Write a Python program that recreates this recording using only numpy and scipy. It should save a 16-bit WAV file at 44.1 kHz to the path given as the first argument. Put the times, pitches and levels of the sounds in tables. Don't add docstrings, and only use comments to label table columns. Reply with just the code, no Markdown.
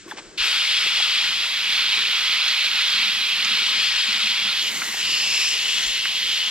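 import sys
import numpy as np
from scipy import signal
from scipy.fft import rfft, irfft, next_fast_len
from scipy.io import wavfile
from scipy.ndimage import uniform_filter1d, map_coordinates

SR = 44100
rng = np.random.default_rng(int(sys.argv[2]) if len(sys.argv) > 2 else 0)


def generate_wav(signal):
    frames = np.transpose(np.atleast_2d(signal))
    scaled = np.clip(frames, -1, 1) * 32767
    pcm = np.round(scaled).astype(np.int16)
    wavfile.write(sys.argv[1], SR, pcm)


N = 286650
TIME = np.arange(N) / SR

# frequency_hz, density_db_per_hz
YARD_SPECTRUM = [(15, -43), (25, -3), (98, -8), (202, -2.5), (271, -5), (373, -4.5), (543, -20), (588, -34),
                 (1500, -8.5), (7680, -13), (15000, -64)]

# centre_hz, width_hz, level_db
HOSE_MODES = [(360, 120, 8), (1620, 320, -5.5)]
# start_s, end_s, level_db
HOSE_SURGES = [(0.024, .52, -49.5), (1.925, 2.237, -52), (3.53, 3.882, -53), (4.6, 5.9, -55.5)]
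HOSE_REST_DB, HOSE_RISE_S, HOSE_FALL_S = -70.5, .05, 0.21

# start_s, level_db, pitch_hz, life_s, glide_octaves_per_life
PLOPS = [(.061, -34.5, 380, .01, -0.32), (.077, -41, 1100, 0.0099, 0.005), (.081, -36, 366, 0.013, -0.064),
         (0.109, -27.5, 1847, 0.0137, -0.29), (.109, -34, 3420, 0.014, -0.041),
         (0.12, -25.5, 1196, 0.0041, -0.77), (.123, -35, 920, 0.0086, -.3), (.135, -34, 380, 0.0075, -0.86),
         (.863, -32.5, 420, 0.0063, -0.28), (.923, -29, 1340, 0.0092, 0.046),
         (1.001, -27, 880, 0.007, -0.072), (4.943, -31, 850, .006, -0.046)]
# centre_s, half_length_s, level_db
SCUFFS = [(0.113, 0.039, -43.5), (.177, 0.005, -40), (.189, 0.016, -36)]
# frequency_hz, density_db_per_hz
SCUFF_SPECTRUM = [(88, -34), (150, -18), (1230, -8), (1380, -11), (1580, -7), (1840, -10), (2100, -7.5),
                  (7770, -21), (14000, -65)]

OPEN_S, BUILD_DB, BUILD_S = .3765, 4.5, 0.013
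CHURN_LATE_DB, CHURN_FILL_S = 9, 0.012
# time_s, left_minus_right_db
AIM = [(0.4, 0.5), (0.98, 0.5), (1.76, -1.5), (3.47, -2), (3.9, 1.5), (4.49, -1.5), (5.8, 1), (6.24, -1.5),
       (6.5, 0.5)]
# frequency_hz, density_db_per_hz
JET_SPECTRUM = [(320, -58), (550, -28), (1320, -8), (1840, -7.5), (2500, 1.5), (3090, -2.5), (3990, -1.5),
                (5050, -8.5), (6050, -19.5), (8000, -22.5), (10400, -37), (17600, -120)]
# centre_s, half_length_s, loss_db
GLANCES = [(1.522, 0.2, 3), (2.208, .3, 1), (2.674, 0.13, 1.6), (3.265, 0.18, 3), (4.45, 0.31, 1.7)]

# frequency_hz, density_db_per_hz
FAN_SPECTRUM = [(530, -54), (900, -42), (1010, -25), (1060, -31), (1380, -26.5), (1600, -42), (1740, -15),
                (2590, -2.5), (3100, -2.5), (4440, -4.5), (7000, -21), (9100, -54), (15400, -120)]
WIDEN_S, WIDEN_TAKES_S, FINE_SHARE = 4.5, 0.12, 0.63
# time_s, spread (0 narrow, 1 wide)
SPREAD = [(4.5, 0), (4.66, 0.57), (5.3, 0.7), (5.44, 1), (5.6, .6), (5.87, 0.66), (6.05, 0.12)]
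# start_s, end_s, thinning_s, refilling_s
THIN = (4.69, 5.04, 0.024, 0.12)
THIN_LOSS_DB, THIN_MIST_DB = 10.5, 1
FAN_SAG_DB_PER_S = 0.12
# time_s, pitch_hz
GAP_NOTE = [(4.6, 3270), (4.72, 2900), (5.02, 2970), (5.34, 2620), (5.6, 2900), (5.88, 3280), (5.98, 2850),
            (6.17, 3200), (6.5, 3063)]
GAP_WIDTH_HZ, GAP_RING_DB, JET_MUFFLES_DB = 430, 3.5, 3.5

JET_DB, FAN_DB, FAN_SPREAD_DB = -21.5, -24.5, 0.5
MIST_DB, MIST_SPREAD_DB = -35, 3
SIZZLE_DB, SIZZLE_SPREAD_DB = -43.5, 12.5

# frequency_hz, density_db_per_hz
MIST_SPECTRUM = [(240, -37), (400, -17.5), (664, -16.5), (728, -14.5), (1070, -8.5), (1170, -9.5),
                 (1410, -8), (2070, 1), (2480, -7.5), (4120, -4), (4380, -13), (6630, -17.5), (8600, -16.5),
                 (12600, -20), (15600, -31.5)]
MIST_START_S, MIST_EARLY_DB, MIST_SURGE_DB, MIST_SETTLE_S = 0.443, -2.5, 5.5, 0.22
FAN_MIST_DB = 0.6
# frequency_hz, density_db_per_hz
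FINEST_SPRAY_SPECTRUM = [(1500, -14), (2000, 15), (2400, -3), (4600, 12), (6000, -15), (9000, -12),
                         (12300, -1), (15500, -12)]
FINEST_SPRAY_DB = -39

# frequency_hz, density_db_per_hz
SIZZLE_SPECTRUM = [(4200, -25), (5300, -4), (5900, -4), (6900, -3), (7700, -10), (8500, -15.5),
                   (11000, -31)]
SIZZLE_DB_PER_AIM_DB = .7

# centre_hz, width_hz, level_db
COIL_MODES = [(214.5, 33, 11.5), (370, 110, -14)]
# centre_s, half_length_s, level_db
DRUM_ROLLS = [(3.04, .09, -51), (3.52, .09, -50), (3.75, .06, -54), (4.12, .05, -47), (4.28, .05, -50),
              (4.43, .05, -47), (4.76, .12, -48)]
DRUM_REST_DB = -64.5

# start_s, level_db, pitch_hz
BUMPS = [(.39, -42, 40.4), (1.08, -52, 54.6), (2.429, -51, 54.5), (3.95, -49, 34), (5.86, -41, 40.4)]
# start_s, level_db, centre_hz
SLAPS = [(2.481, -23, 6000), (3.446, -20, 6100), (4.594, -25, 5000), (4.818, -19, 2100), (6.055, -22, 1950)]
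# start_s, end_s, fade_s, first_pitch_hz
UPPER_NOTE = (5.0, 5.6, .1, 4750)
UPPER_RISE_HZ_PER_S, UPPER_NOTE_DB = 1060, -30

# frequency_hz, likeness (0 to 1)
PORT_LIKENESS = [(30, .2), (70, .6), (200, .82), (1000, .93), (3300, .95), (5200, .87), (6200, .7),
                 (9500, .62), (14000, .3)]
# frequency_hz, left_minus_right_db
PORT_TILT = [(30, 1), (300, 1.5), (1200, -1), (3000, 0.9), (6200, 0.5), (7700, 7), (8500, -3.5), (9400, 2),
             (11500, -9)]
# frequency_hz, gain_db
PORT_COLOUR = [(5200, 0), (5650, 0), (6000, -3.2), (7000, -2), (7800, 1.5), (8150, -5.5), (9100, -1.5)]
TOP_HZ = 15790


def amp(db):
    return 10 ** (np.asarray(db) / 20)


def unit(x):
    return x / np.sqrt(np.mean(x ** 2) + 1e-20)


def along(points, hz):
    point_hz, value = np.transpose(points)
    return np.interp(np.log(hz + 1), np.log(point_hz + 1), value)


def curve(points):
    return np.interp(TIME, *np.transpose(points))


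def wobble(rate):
    knots = rng.standard_normal(int(N * rate / SR) + 4)
    return map_coordinates(knots, [TIME * rate])


def held(start, end, rise, fall):
    return np.clip(np.minimum((TIME - start) / rise, (end - TIME) / fall), 0, 1)


def bells(rows):
    return [(np.exp(-((TIME - centre) / length) ** 2), value) for centre, length, value in rows]


def swells(rows):
    return sum(amp(db) * bell for bell, db in bells(rows))


def filtered(x, response):
    size = next_fast_len(N + SR // 2)
    hz = np.fft.rfftfreq(size, 1 / SR)
    return irfft(rfft(x, size) * response(hz), size)[..., :N]


def coloured(x, spectrum):
    return unit(filtered(x, lambda hz: amp(along(spectrum, hz))))


def resonate(x, modes):
    def response(hz):
        total = 0
        for k, (centre, width, db) in enumerate(modes):
            damping = 1j * hz * width
            total = total + (-1) ** k * amp(db) * damping / (centre ** 2 - hz ** 2 + damping)
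        return total
    return unit(filtered(x, response))


def resonance_gain(hz, centre, width):
    return 1 / (1 + (2 * (hz - centre) / width) ** 2)


def noise():
    return rng.standard_normal((2, N))


def drops(rate, scatter_db):
    hits = rng.random((2, N)) < rate / SR
    return unit(hits * np.sign(noise()) * amp(scatter_db * noise()))


def reshape(x, gain):
    hz, t, z = signal.stft(x, SR, nperseg=512)
    return signal.istft(z * gain(hz[:, None], t), SR, nperseg=512)[1][:, :N]


def patchy(x, depth_db):
    def gain(hz, t):
        field = rng.standard_normal((len(hz), len(t)))
        field = uniform_filter1d(field, size=5, axis=0)
        field = uniform_filter1d(field, size=7, axis=1)
        return amp(depth_db * unit(field))
    return reshape(x, gain)


def plop(hz, life, glide, rough):
    age = np.arange(int(4 * life * SR)) / SR / life
    stray = uniform_filter1d(rng.standard_normal(len(age)), size=int(SR / hz) + 1)
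    stray = rough * stray * np.sqrt(hz / SR)
    pitch = hz * 2 ** (glide * np.minimum(age, 2))
    phase = np.cumsum(2 * np.pi * pitch / SR + stray)
    shape = age ** 2 * np.exp(-5 * age)
    return shape / shape.max() * np.sin(phase)


def add(track, start, sound):
    part = track[max(int(start * SR), 0):][:len(sound)]
    part += sound[:len(part)]


def yard():
    return amp(-49.0 + 2.6 * wobble(12)) * coloured(noise(), YARD_SPECTRUM)


def hose_hum():
    flow = amp(HOSE_REST_DB)
    for start, end, db in HOSE_SURGES:
        flow = flow + amp(db) * held(start, end, HOSE_RISE_S, HOSE_FALL_S)
    return flow * resonate(noise(), HOSE_MODES)


def squelches():
    fizz = coloured(noise(), [(2000, -20), (6000, 4), (13000, -4), (16000, -20)])
    out = swells([(.105, .025, -52)]) * fizz
    for start, db, hz, life, glide in PLOPS:
        add(out[0], start, amp(db) * plop(hz, life, glide, rough=0.64))
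    return out


def scuffs():
    return swells(SCUFFS) * coloured(drops(rate=4000, scatter_db=1.0), SCUFF_SPECTRUM)


def bubbles(count, centre_hz, spread, cycles, scatter_db):
    out = np.zeros(N)
    starts = rng.uniform(0, N / SR, count)
    draws = np.clip(rng.standard_normal((count, 2)), -2, 2)
    for start, (pitch, size) in zip(starts, draws):
        hz = centre_hz * np.exp(spread * pitch)
        add(out, start, amp(scatter_db * size) * plop(hz, cycles / hz, glide=0.13, rough=0))
    return unit(out)


def jet(bright_db):
    water = coloured(patchy(drops(rate=10000, scatter_db=4.5), depth_db=2.0), JET_SPECTRUM)
    water[0] += amp(-20) * bubbles(count=2000, centre_hz=3192, spread=0.283, cycles=17, scatter_db=-1.5)
    water[0] += amp(-22.0) * bubbles(count=1200, centre_hz=1404, spread=0.2, cycles=4.6, scatter_db=3)

    def brightness(hz, t):
        treble = along([(2500, -0.2), (3800, -0.5), (5000, 0.45)], hz)
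        return amp(bright_db * treble * np.interp(t, *np.transpose(AIM)))
    return amp(1.0) * reshape(water, brightness)


def fan(gap_hz, widened):
    water = coloured(patchy(drops(rate=14000, scatter_db=2), depth_db=0.5), FAN_SPECTRUM)
    ring = amp(GAP_RING_DB - JET_MUFFLES_DB * (1 - widened))

    def gap_gain(hz, t):
        note = resonance_gain(hz, np.interp(t, TIME, gap_hz), GAP_WIDTH_HZ)
        return 1 + np.interp(t, TIME, ring) * note
    return unit(reshape(water, gap_gain))


def first_splash(water):
    def gain(hz, t):
        lows = along([(1300, 0.9), (2600, 0)], hz)
        unfilled = np.exp(-np.maximum(t - OPEN_S, 0) / CHURN_FILL_S)
        return amp(-CHURN_LATE_DB * lows * unfilled)
    return reshape(water, gain)


def mist(spread, thin):
    age = TIME - MIST_START_S
    surge_db = np.interp(age, [-.025, .025], [MIST_EARLY_DB, MIST_SURGE_DB])
    surge_db = surge_db * np.exp(-np.maximum(age, 0) / MIST_SETTLE_S)
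    level_db = MIST_DB + surge_db + MIST_SPREAD_DB * spread + THIN_MIST_DB * thin + 0.16 * wobble(4)
    hiss = coloured(patchy(drops(rate=16000, scatter_db=4.0), depth_db=1.6), MIST_SPECTRUM)
    return amp(level_db) * hiss + amp(FINEST_SPRAY_DB) * thin * coloured(noise(), FINEST_SPRAY_SPECTRUM)


def sizzle(spread, aim_db):
    level_db = SIZZLE_DB + SIZZLE_SPREAD_DB * spread + SIZZLE_DB_PER_AIM_DB * aim_db
    edge = coloured(patchy(drops(rate=13000, scatter_db=7.0), depth_db=2.0), SIZZLE_SPECTRUM)
    return amp(level_db) * edge


def spray():
    spread, aim_db, gap_hz = curve(SPREAD), curve(AIM), curve(GAP_NOTE)
    widened = np.clip((TIME - WIDEN_S) / WIDEN_TAKES_S, 0, 1)
    thin = held(*THIN)
    fine = np.clip(FINE_SHARE + (1 - FINE_SHARE) * widened, 0, 1)
    valve = 1 / (1 + np.exp(np.clip((OPEN_S - TIME) / .001, -50, 50)))

    glance_db = sum(loss * bell for bell, loss in bells(GLANCES))
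    build_db = BUILD_DB * np.exp(-np.maximum(TIME - OPEN_S, 0) / BUILD_S)
    jet_db = JET_DB - glance_db - build_db
    fan_db = FAN_DB + FAN_SPREAD_DB * spread - THIN_LOSS_DB * thin - FAN_SAG_DB_PER_S * (TIME - WIDEN_S)

    water = np.sqrt(1 - fine) * jet(bright_db=3.0) + np.sqrt(fine) * fan(gap_hz, widened)
    impact = amp((1 - widened) * jet_db + widened * fan_db) * first_splash(water)
    haze = amp(FAN_MIST_DB * widened) * mist(spread, thin)
    edge = fine * (sizzle(spread, aim_db) + upper_note())
    flutter = amp(0.37 * wobble(20) + .35 * wobble(130))
    return valve * flutter * (impact + haze + edge)


def ricochet(x, delay_s, swing_s, echo_db):
    late = TIME - delay_s - swing_s * wobble(3)
    echo = np.array([map_coordinates(row, [late * SR], mode="nearest") for row in x])
    return (x + amp(echo_db) * echo) / np.hypot(1, amp(echo_db))


def coil_drum():
    rolls = amp(DRUM_REST_DB) * (TIME > OPEN_S) + swells(DRUM_ROLLS)
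    return rolls * amp(wobble(12)) * resonate(drops(rate=1400, scatter_db=6.5), COIL_MODES)


def bumps():
    out = np.zeros((2, N))
    for start, db, hz in BUMPS:
        add(out[0], start, amp(db) * plop(hz, life=.05, glide=0, rough=0.77))
    return out


def slaps():
    out = np.zeros((2, N))
    for start, db, hz in SLAPS:
        age = TIME - start
        spectrum = [(hz / 8, -35), (hz / 2.5, -15), (hz, 0), (hz * 1.15, -7), (hz * 1.4, -28), (hz * 3, -70)]
        attack = np.clip(age / .0005, 0, 1)
        out += amp(db - 60 * np.abs(age) / .04) * attack * coloured(noise(), spectrum)
    return out


def upper_note():
    start, end, fade, first_hz = UPPER_NOTE

    def band(hz, t):
        pitch = first_hz + UPPER_RISE_HZ_PER_S * (np.clip(t, start, end) - start)
        return resonance_gain(hz, pitch, width=1400) ** 2
    tone = unit(reshape(drops(rate=12000, scatter_db=0), band))
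    return amp(UPPER_NOTE_DB) * held(start, end, fade, fade) * tone


def ports(pair, lag_s):
    def response(hz):
        alike = np.clip(along(PORT_LIKENESS, hz), 0, 1)
        lean = amp(along(PORT_TILT, hz) / 2)
        turn = np.arccos(alike) / 2
        lag = np.exp(1j * np.pi * hz * lag_s)
        left = lean / lag * np.array([np.cos(turn), np.sin(turn)])
        right = lag / lean * np.array([np.cos(turn), -np.sin(turn)])
        centre = np.linalg.norm((left + right) / 2, axis=0)
        return np.array([left, right]) / centre
    return filtered(pair, response).sum(axis=1)


def scene():
    hand = squelches() + scuffs() + bumps()
    water = ricochet(spray(), delay_s=0.001391, swing_s=0.00014, echo_db=-22.5)
    sources = yard() + hose_hum() + hand + water + coil_drum() + slaps()
    sway = amp(np.outer([.5, -.5], curve(AIM)))
    return sway * ports(sources, lag_s=4.5e-5)


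def record(dry):
    return filtered(dry, lambda hz: amp(along(PORT_COLOUR, hz)) * (hz < TOP_HZ))


dry = scene()
out = record(dry)
generate_wav(out)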